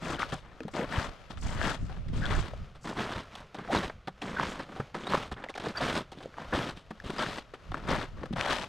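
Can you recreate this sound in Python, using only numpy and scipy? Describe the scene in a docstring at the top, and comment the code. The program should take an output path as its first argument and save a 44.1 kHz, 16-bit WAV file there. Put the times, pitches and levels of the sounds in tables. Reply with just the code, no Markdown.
"""Open snowfield: snowshoes walk over crusted snow, heard from the walker's position.
Each step breaks the crust into thousands of ringing grains, creaks and packs the snow below.
Frames and poles scuff, knock and bite, with bright cracks of icy crust and short metallic clinks.
Clothes rustle softly; light wind on the microphone ports and the footfalls make a low rumble."""
import sys
import numpy as np
from scipy import signal
from scipy.fft import rfft, irfft, next_fast_len
from scipy.io import wavfile
from scipy.ndimage import map_coordinates

SR = 44100
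rng = np.random.default_rng(int(sys.argv[2]) if len(sys.argv) > 2 else 0)


def unload_audio(sound):
    """Save the sound as a 16-bit wav file, at the path given as the first command line argument."""
    columns = np.transpose(np.atleast_2d(sound))
    # keep every value between -1 and 1, then stretch to whole-number steps
    steps = np.round(np.clip(columns, -1, 1) * 32767)
    wavfile.write(sys.argv[1], SR, steps.astype(np.int16))


N = 382788
TOP_HZ = 15500

# weight comes onto a snowshoe:
# (time [s], length [s], attack [s], heel surge [dB], crust [dB], packing snow [dB], grit [dB])
FOOTFALLS = [(0.008, 0.15, 0.039, 2, -39.5, -39.5, -50), (0.184, 0.045, 0.014, 8.5, -44, -52.5, -46.5),
             (0.865, .19, 0.083, 4, -37.5, -43.5, -47), (1.552, 0.2, 0.11, 11, -43, -44.5, -47.5),
             (2.162, 0.32, 0.16, 10, -44.5, -46, -51), (2.95, 0.26, 0.03, 9, -42.5, -44, -50),
             (3.703, 0.17, 0.03, 16, -44, -42.5, -48.5), (4.338, 0.28, 0.095, 8, -43, -45.5, -51),
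             (5.086, 0.18, 0.036, 16, -48, -49, -53), (5.799, 0.19, 0.015, 4.5, -35.5, -36.5, -40.5),
             (6.531, 0.17, 0.0089, 9, -41.5, -41, -47.5), (7.175, 0.21, 0.02, 10, -41.5, -45, -45),
             (7.87, 0.17, 0.022, 11, -39.5, -42.5, -48), (8.453, 0.19, 0.058, 13, -41, -47, -44.5)]
# metal frame resonances that colour the grit: (centre [Hz], width [Hz], boost [dB])
FRAME_MODES = [(3500, 440, 0.5), (8300, 600, 5.5)]


def amp(db):
    """Decibels to gain."""
    return 10 ** (np.asarray(db) / 20)


def unit(x):
    """Scale to rms 1."""
    return x / np.sqrt(np.mean(x ** 2) + 1e-20)


def along(points, hz):
    """Interpolate (frequency [Hz], value) points on a log axis."""
    points_hz, values = np.transpose(points)
    return np.interp(np.log(hz + 1), np.log(points_hz), values)


def level(curve):
    """Gain per sample from (time [s], level [dB]) points; silent outside them."""
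    return amp(np.interp(np.arange(N) / SR, *np.transpose(curve), left=-120, right=-120))


def wobble(rate_hz):
    """Smooth random curve with knots at rate_hz."""
    knots = rng.standard_normal(int(N * rate_hz / SR) + 4)
    return map_coordinates(knots, [np.arange(N) * rate_hz / SR])


def held(start_s, length_s, attack_s, release_s):
    """Linear rise, hold until length_s, exponential fade."""
    t = np.arange(N) / SR - start_s
    return np.clip(t / max(attack_s, .004), 0, 1) * np.exp(-np.maximum(t - length_s, 0) / release_s)


def swell(centre_s, width_s):
    """Bell curve of height 1."""
    return np.exp(-np.minimum(((np.arange(N) / SR - centre_s) / width_s) ** 2, 50))


def filtered(x, response):
    """Apply the gain response(hz)."""
    size = next_fast_len(N + SR // 4)
    return irfft(rfft(x, size) * response(np.fft.rfftfreq(size, 1 / SR)), size)[..., :N]


def resonate(x, modes):
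    """Boost each resonance in modes; rms 1."""
    boost_db = lambda f: sum(db / (1 + (2 * (f - hz) / width_hz) ** 2) for hz, width_hz, db in modes)
    return unit(filtered(x, lambda f: amp(boost_db(f))))


def add(track, start_s, sound):
    """Mix a sound into a track."""
    part = track[max(round(start_s * SR), 0):][:len(sound)]
    part += sound[:len(part)]


def noise(spectrum, width):
    """Coloured stereo noise, rms 1; width = side / mid."""
    mid, side = filtered(rng.standard_normal((2, N)), lambda hz: amp(along(spectrum, hz)))
    return unit(np.array([mid + width * side, mid - width * side]))


def jerks(rate_hz, fade_s, spread_db):
    """Snow or fabric gives way in jerks: random quick rises that fade; rms 1."""
    chance, size = rng.random(N), rng.standard_normal(N)
    impulses = (chance < rate_hz / SR) * amp(spread_db * np.tanh(size))
    rise = np.hanning(SR // 700)
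    return unit(signal.lfilter(rise, [1, -np.exp(-1 / (fade_s * SR))], impulses))


def grains(lo_hz, hi_hz, rate_hz, cycles, spread, scatter):
    """Breaking ice bonds: tiny damped rings of random pitch, size and pan; stereo, rms 1."""
    when, pitch, size, sign, place = rng.random((int(rate_hz * N / SR), 5)).T
    min_hz, max_hz = lo_hz / 1.4, min(hi_hz * 1.4, TOP_HZ)
    hz = min_hz + (max_hz - min_hz) * pitch
    t = np.arange(int(2 * cycles * SR / lo_hz)) / SR
    turns = np.outer(hz, t).astype(np.float32)
    strength = np.sign(sign - .5) * np.sqrt(hz) * amp(-spread * np.log(size + .01))
    rings = strength[:, None] * np.sin(2 * np.pi * turns) * np.exp(-2 * turns / cycles)
    samples = ((when * N).astype(int)[:, None] + np.arange(len(t))).ravel()
    pan = scatter * (2 * place[:, None] - 1)
    pair = np.array([np.bincount(samples, (rings * gain).ravel(), N)[:N] for gain in (1 + pan, 1 - pan)])
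    band = lambda f: 1 / np.sqrt((1 + (lo_hz / (f + 1)) ** 8) * (1 + (f / hi_hz) ** 8))
    # crunch spectrum: (frequency [Hz], density [dB])
    snow_spectrum = [(41, -32), (70, 5.5), (227, 3), (373, -0.5), (457, -3), (585, -1.5), (768, -7),
                     (962, -5), (1810, -9.5), (2490, -14), (3330, -13), (7030, -29), (8230, -32.5),
                     (13500, -43), (15500, -65)]
    return unit(filtered(pair, lambda f: amp(along(snow_spectrum, f)) * band(f)))


def sway(width_s, lag_s=0.093):
    """Body motion, 0-1: one swell just after each footfall."""
    return np.max([swell(start_s + lag_s, width_s) for start_s, *_ in FOOTFALLS], axis=0)


def low_rumble():
    """Lumpy low rumble of wind and footfalls, swelling at each step and in two gusts."""
    # buffeting, one curve per gust: (time [s], level [dB])
    gusts = [
        [(1.25, -76), (1.438, -35.5), (1.672, -35), (1.772, -44), (1.84, -35), (1.982, -42), (2.16, -28.5),
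         (2.394, -33.5), (2.506, -53), (2.532, -36.5), (2.716, -45.5), (2.8, -65)],
        [(7.6, -75), (7.702, -41.5), (7.786, -53), (7.894, -36), (8.29, -51), (8.312, -44), (8.352, -56),
         (8.388, -37), (8.432, -52), (8.54, -42), (8.67, -69), (8.68, -65)],
    ]
    # wind and footfall spectrum: (frequency [Hz], density [dB])
    rumble_spectrum = [(15, -4), (35, 2), (55, -0.5), (90, -3.5), (170, -8.5), (260, -20.5), (450, -36),
                       (1000, -75), (3000, -120)]
    rest_db, step_db = -57.5, 10.5
    stride_gain = amp(rest_db + step_db * sway(width_s=0.19))
    gain = np.hypot(stride_gain, amp(2.5) * sum(level(gust) for gust in gusts))
    lumps = amp(2.6 * wobble(22) + 1.5 * np.array([wobble(12), wobble(12)]))  # common + per side
    return gain * unit(lumps * noise(rumble_spectrum, width=0.49)) * amp([[-.4], [.4]])


def rustle():
    """Clothes and loose snow rub throughout, most as the body sways."""
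    # rubbing spectrum: (frequency [Hz], density [dB])
    cloth_spectrum = [(53, -11), (90, -2), (138, -5.5), (307, -10.5), (574, -4), (942, -12), (1300, -6.5),
                      (1580, -12.5), (1800, -13.5), (3220, -17.5), (6270, -28), (8480, -37), (15500, -48)]
    rest_db, sway_db = -57.5, 13
    gain = amp(rest_db + sway_db * sway(width_s=0.1) + 3.0 * wobble(6.4))
    friction = unit(4.3 + jerks(rate_hz=110, fade_s=0.002, spread_db=0.5))
    return gain * friction * noise(cloth_spectrum, width=0.25)


def sleeve_swishes():
    """Nylon slides on nylon: a bright, grainy hiss that swells and fades with the arm."""
    # arm swings: (centre [s], length [s], level [dB])
    swings = [(0.09, 0.17, -48.5), (0.336, 0.027, -50), (0.772, 0.13, -57.5), (1.015, 0.15, -55),
              (1.479, 0.22, -52.5), (1.673, 0.21, -51.5), (1.843, 0.14, -66), (2.204, .12, -61),
              (2.385, 0.11, -52.5), (2.56, 0.085, -78), (2.885, 0.18, -57), (4.272, 0.14, -60),
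              (4.5, 0.11, -53), (5.01, .12, -65)]
    # hiss spectrum: (frequency [Hz], density [dB])
    nylon_spectrum = [(2500, -50), (4500, 1), (6000, 0), (7600, 0.5), (8800, -6.5), (10500, -17),
                      (15000, -26)]
    gain = np.zeros(N)
    for centre_s, length_s, db in swings:
        add(gain, centre_s - length_s / 2, amp(db) * np.sqrt(np.hanning(int(length_s * SR))))
    friction = unit(0.5 + jerks(rate_hz=270, fade_s=0.0044, spread_db=3))
    return gain * friction * noise(nylon_spectrum, width=0.42)


def cracks_and_clinks():
    """Bright, sharp cracks of icy crust and short metallic clinks: a tick, then two close modes."""
    # cracks and clinks: (time [s], level [dB], pitch [Hz], t60 [s])
    events = [(0.158, -27, 3000, 0.0093), (0.605, -32, 2500, 0.013), (2.256, -17, 3370, 0.0068),
              (2.264, -16, 3500, 0.0048), (2.304, -26, 3460, .012), (3.775, -18.5, 3880, 0.011),
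              (5.069, -29.5, 3780, 0.03), (5.091, -32, 4020, .02), (5.101, -37, 4320, .02),
              (5.487, -25.5, 2020, 0.014), (5.541, -27, 2330, 0.0088), (5.772, -25, 4650, 0.037),
              (5.787, -44, 4600, 0.03), (6.63, -22, 3400, 0.0091), (7.001, -23.5, 1700, 0.0086),
              (7.183, -30, 4950, 0.023), (7.191, -36, 4650, 0.04), (7.743, -28, 1680, 0.024),
              (8.411, -6.5, 2480, 0.0042), (8.530, -28, 4450, .012)]
    rings, ticks, t = np.zeros(N), np.zeros(N), np.arange(SR // 8) / SR
    for start_s, db, hz, t60_s in events:
        ring = np.sin(2 * np.pi * hz * t) + 0.099 * np.sin(2 * np.pi * (hz * 1.2 * t + rng.random()))
        add(rings, start_s, amp(db - 60 * t / t60_s) * ring * (1 - np.exp(-t / 0.0012)))
        add(ticks, start_s, amp(db) * np.exp(-t / 0.00068) * rng.standard_normal(len(t)))
    tick_band = lambda hz: hz / (hz + 1000) / (1 + (hz / 6000) ** 5)
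    return amp(1) * rings + amp(-7.5) * filtered(ticks, tick_band)


def heel_thuds():
    """The heel presses the deck into soft snow: a low push of a cycle or two."""
    # heel pushes: (time [s], level [dB], pitch [Hz])
    pushes = [(0.976, -18.5, 89), (2.992, -34, 90), (3.152, -31.5, 84), (3.759, -26, 100),
              (5.317, -28.5, 80), (6.541, -27.5, 74), (7.052, -34, 70), (8.378, -26, 100)]
    out, t = np.zeros(N), np.arange(SR // 10) / SR
    for start_s, db, hz in pushes:
        add(out, start_s, -amp(db) * np.sin(2 * np.pi * hz * t) * np.exp(-((hz * t - .8) / 0.5) ** 2))
    return out


def deck_knocks():
    """The knocked deck rings low and briefly, damped by the snow."""
    # blows to the deck: (time [s], level [dB])
    blows = [(0.326, -21.5), (0.606, -27), (0.651, -22.5), (0.977, -25), (1.828, -23.5), (2.133, -27),
             (4.074, -29.5), (4.226, -22.5), (4.798, -22.5), (4.941, -41), (5.321, -25), (6.256, -42),
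             (6.908, -28.5), (8.233, -29.5), (8.308, -19.5), (8.335, -22), (8.38, -23)]
    # deck modes: (frequency [Hz], level [dB], t60 [s])
    deck_modes = [(171, -2.5, 0.13), (208.4, -1, 0.12), (295, -1.5, 0.059), (460, -19.5, 0.052)]
    out, t = np.zeros(N), np.arange(SR // 6) / SR
    for start_s, db in blows:
        detune = 1 + 0.22 * rng.standard_normal()
        ring = sum(amp(mode_db + rng.normal(0, 1.8) - 60 * t / t60_s)
                   * np.sin(2 * np.pi * hz * detune * t) for hz, mode_db, t60_s in deck_modes)
        add(out, start_s, amp(db - 7.5) * ring * (1 - np.exp(-t / 0.0015)))
    return out


def snow_creaks():
    """Cold snow sticks and slips under the frame about 400 times a second; each slip rings briefly."""
    # frame slides: (time [s], length [s], pitch [Hz], level [dB])
    slides = [(0.178, 0.069, 1445, -33.5), (0.774, 0.081, 524, -31.5), (0.911, 0.09, 1820, -42),
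              (1.551, 0.19, 1665, -36), (1.64, 0.092, 1480, -36.5), (2.211, 0.058, 1600, -33.5),
              (2.287, 0.083, 1550, -37), (3.681, 0.052, 715, -29), (4.358, 0.052, 1530, -32),
              (5.113, 0.025, 900, -35), (5.745, 0.036, 1520, -37.5), (7.179, 0.069, 1444, -31.5),
              (8.464, 0.041, 1470, -31.5)]
    out, t = np.zeros(N), np.arange(SR // 100) / SR
    for start_s, length_s, hz, db in slides:
        train = np.zeros(int(length_s * SR) + len(t))
        gaps, bends, sizes = rng.standard_normal((96, 3)).T
        slips_s = np.cumsum(.0025 * np.exp(0.38 * gaps))
        for slip_s, bend, size in zip(slips_s[slips_s < length_s], bends, sizes):
            turns = hz * (1 + 0.095 * bend) * t
            ring = np.sin(2 * np.pi * turns) * turns * np.exp(-turns / 2.6)
            arch = np.sqrt(np.sin(np.pi * slip_s / length_s))
            add(train, slip_s, amp(2.1 * size) * arch * ring)
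        add(out, start_s, amp(db - 6.0) * unit(train))
    return out


def crust_snaps():
    """A plate of crust breaks: one or two strong swings and a short spray of splinters."""
    # plate fractures: (time [s], level [dB], pitch [Hz])
    fractures = [(0.22, -9, 2040), (0.229, -6.5, 1350), (0.606, -34, 404), (0.652, -24, 415),
                 (0.923, -12, 1740), (1.613, -9, 1580), (2.534, -21, 610), (2.91, -21, 530),
                 (2.927, -19.5, 895), (3.775, -24, 583), (4.081, -19.5, 740), (4.396, -5, 1090),
                 (4.799, -15, 430), (5.134, -4, 1130), (5.142, -6, 520), (5.15, -2.5, 1070),
                 (5.462, -23.5, 668), (5.499, -33, 900), (5.647, -22, 810), (5.667, -11.5, 450),
                 (6.256, -18, 520), (6.34, -27, 1570), (6.382, -16.5, 885), (6.53, -23, 730),
                 (6.539, -13.5, 443), (7.226, -26, 1540), (7.262, -12.5, 1650), (7.717, -21, 804),
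                 (7.742, -8, 1320), (8.235, -16, 510), (8.359, -21, 820), (8.409, -12, 1830)]
    out, t = np.zeros(N), np.arange(SR // 30) / SR
    for start_s, db, hz in fractures:
        turns = hz * t
        swing = np.sin(2 * np.pi * turns) * (1 - np.exp(-turns / 0.4)) * np.exp(-turns / 1.14)
        spray = signal.lfilter([.25], [1, -.75], rng.standard_normal(len(t))) * np.exp(-t / 0.0021)
        add(out, start_s + 0.001766, amp(db - 3.5) * (swing + 0.1 * spray))
    return filtered(out, lambda hz: 1 / (1 + (hz / 8200) ** 8))


def tip_bites():
    """A pole tip or claw pierces the crust: a burst of grains that stops once it is through."""
    # punctures: (time [s], level [dB], relative grit [dB], length [s])
    punctures = [(0.188, -30, -19, 0.011), (0.32, -22.5, -13, 0.026), (0.603, -23, -16, 0.0039),
                 (0.631, -35, -8, 0.0057), (0.679, -28.5, -16, 0.0091), (0.738, -34, -24, 0.011),
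                 (1.087, -30.5, -15, 0.0088), (1.372, -35.5, -8.5, 0.013), (1.894, -36.5, -14, 0.042),
                 (1.963, -37, -16, 0.015), (2.083, -43, -4.5, 0.0086), (2.75, -40, -11, 0.018),
                 (2.982, -25, -21, 0.017), (3.352, -31.5, -2.5, 0.0072), (3.544, -27.5, -12, 0.011),
                 (3.586, -27.5, -21, 0.0096), (3.826, -26, -15, 0.033), (3.896, -19, -22.5, 0.0066),
                 (4.072, -23.5, -15, 0.015), (4.217, -24, -8.5, 0.011), (4.593, -21, -20, 0.013),
                 (4.689, -35, -22, 0.0082), (4.719, -28, -21, 0.009), (4.759, -33.5, -15, 0.033),
                 (4.797, -22, -23, 0.011), (4.943, -21.5, -17, 0.015), (5.066, -22.5, -14, 0.014),
                 (5.224, -28.5, -8, 0.0098), (5.313, -28, -10.5, 0.021), (5.438, -23, -14, 0.0067),
                 (5.492, -26.5, -12.5, 0.015), (5.55, -27, -12.5, 0.015), (5.575, -24, -7.5, 0.0082),
                 (5.598, -32, -8, 0.008), (5.657, -19.5, -26, 0.012), (5.807, -20, -19, 0.022),
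                 (6.117, -30.5, -11, 0.017), (6.203, -32.5, -16, 0.013), (6.226, -42, -0.5, 0.0099),
                 (6.523, -15, -43, 0.018), (6.905, -28.5, -13.5, 0.012), (7.182, -26.5, -24, 0.011),
                 (7.535, -28, -15.5, 0.016), (7.715, -20.5, -18.5, 0.0074), (7.884, -21, -25, 0.0095),
                 (8.231, -19.5, -21, 0.0056), (8.255, -30, -12.5, 0.0074), (8.326, -28.5, -11.5, 0.012),
                 (8.36, -34, -18, 0.0075)]
    # hollow gear resonances: (centre [Hz], width [Hz], boost [dB])
    hollow_modes = [(768, 55, 12), (1204, 470, 4), (1720, 290, 4.5)]
    crust_gain, grit_gain, t = np.zeros(N), np.zeros(N), np.arange(SR // 10) / SR
    for start_s, db, grit_db, length_s in punctures:
        push = amp(db) * (1 - np.exp(-t / 0.00053)) / (1 + (t / length_s) ** 4)
        add(crust_gain, start_s + 0.0016, push)
        add(grit_gain, start_s + 0.00029, amp(grit_db) * push)
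    crust = grains(300, 2200, rate_hz=1800, cycles=1.8, spread=0.3, scatter=0.09)
    grit = grains(2170, 13000, rate_hz=5000, cycles=2.6, spread=4.0, scatter=0.6)
    return (amp(-12.0) * crust_gain * resonate(crust, hollow_modes)
            + amp(-7.5) * grit_gain * resonate(grit, FRAME_MODES))


def pressure():
    """Gains of crust, packing snow and grit: a step surges under the heel, a scuff stays even."""
    # an unloaded frame or pole drags: (time [s], length [s], crust [dB], packing snow [dB], grit [dB])
    scuffs = [(0.28, 0.11, -55, -66, -55.5), (0.42, 0.15, -57, -60, -71), (0.733, 0.095, -37.5, -36.5, -49),
              (1.294, 0.026, -48.5, -49, -53), (1.418, 0.174, -44, -45.5, -51.5),
              (2.128, 0.11, -49, -42.5, -53.5), (2.841, 0.069, -41, -40.5, -51.5),
              (3.315, 0.093, -51.5, -56, -56.5), (3.544, 0.19, -49, -49, -62.5),
              (4.213, 0.19, -42.5, -41.5, -53), (4.663, 0.15, -64, -49, -67),
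              (4.94, 0.15, -44.5, -43.5, -54), (5.361, 0.088, -45.5, -49, -63),
              (5.593, .11, -42.5, -40, -49.5), (5.752, 0.09, -39.5, -52, -46.5),
              (6.141, 0.13, -59, -51.5, -63), (6.366, 0.077, -45, -48, -58.5),
              (6.761, 0.015, -50.5, -51, -52), (7.037, .13, -45, -43, -50), (7.73, 0.21, -48.5, -48, -59.5),
              (8.164, 0.098, -53.5, -47, -66), (8.355, 0.12, -35.5, -43.5, -44.5)]
    heel_share = [1, 0.95, 0.75]  # crust, packing snow, grit
    treads = np.zeros((3, N))
    for start_s, length_s, attack_s, heel_db, *layers_db in FOOTFALLS:
        load = held(start_s, length_s, attack_s, release_s=.02)
        surge_db = heel_db * swell(start_s + attack_s, width_s=0.077)
        on = load > 1e-3
        treads[:, on] += load[on] * amp(np.array(layers_db)[:, None] + np.outer(heel_share, surge_db[on]))
    drags = sum(np.outer(amp(layers_db), held(start_s, length_s, attack_s=.008, release_s=0.025))
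                for start_s, length_s, *layers_db in scuffs)
    return np.hypot(treads, drags)


def step_crunch():
    """Crust breaks, snow packs and fine ice scatters in the same jerks; larger bonds crackle on top."""
    give = unit(1.35 + jerks(rate_hz=160, fade_s=.004, spread_db=3.5))
    crust = grains(600, 2400, rate_hz=2400, cycles=2.6, spread=2.0, scatter=.12)
    pack = grains(137, 560, rate_hz=700, cycles=1.58, spread=2.14, scatter=0.045)
    grit = grains(2500, 14000, rate_hz=6000, cycles=2.6, spread=2.6, scatter=.5)
    crackle = grains(1230, 7200, rate_hz=160, cycles=4.7, spread=3.0, scatter=.2)
    crust_gain, pack_gain, grit_gain = pressure()
    crunch = (amp(-0.88) * crust_gain * crust + amp(0.2) * pack_gain * pack
              + amp(-0.57) * grit_gain * resonate(grit, FRAME_MODES))
    return give * crunch + amp(-13.5) * crust_gain * crackle


def scene():
    """No echo; the feet lie to the left. 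Mid-walk the image is near mono, except the top treble."""
    # walker's stereo balance: (frequency [Hz], left minus right [dB])
    balance = [(100, 1), (300, 0.4), (700, 2.5), (1400, 4.5), (3000, 4.5), (6000, 4.5), (9000, 1)]
    # stereo width below the top treble: (time [s], side gain [ratio])
    width_curve = [(0, 1), (1.0, 1.2), (1.4, 1.56), (2.4, 1.45), (2.75, 0.27), (3.1, 0.011), (6.0, 0.0057),
                   (6.6, 0.33), (7.4, 0.74), (8.1, 1), (8.68, 1.04)]
    walker = (step_crunch() + tip_bites() + crust_snaps() + snow_creaks() + deck_knocks()
              + heel_thuds() + cracks_and_clinks() + sleeve_swishes() + rustle())
    left, right = filtered(walker, lambda hz: amp(np.outer([.5, -.5], along(balance, hz)))) + low_rumble()
    mid, side = (left + right) / 2, (left - right) / 2
    side_top = filtered(side, lambda hz: 1 - 1 / (1 + (hz / 9500) ** 12))
    width = np.interp(np.arange(N) / SR, *np.transpose(width_curve))
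    side = width * (side - side_top) + amp(6.0) * side_top
    return np.array([mid + side, mid - side])


def record(dry):
    """The microphone rolls off the top treble and passes nothing above TOP_HZ."""
    return filtered(dry, lambda hz: (hz < TOP_HZ) / (1 + (hz / 14400) ** 20))


dry = scene()
out = record(dry)
unload_audio(out)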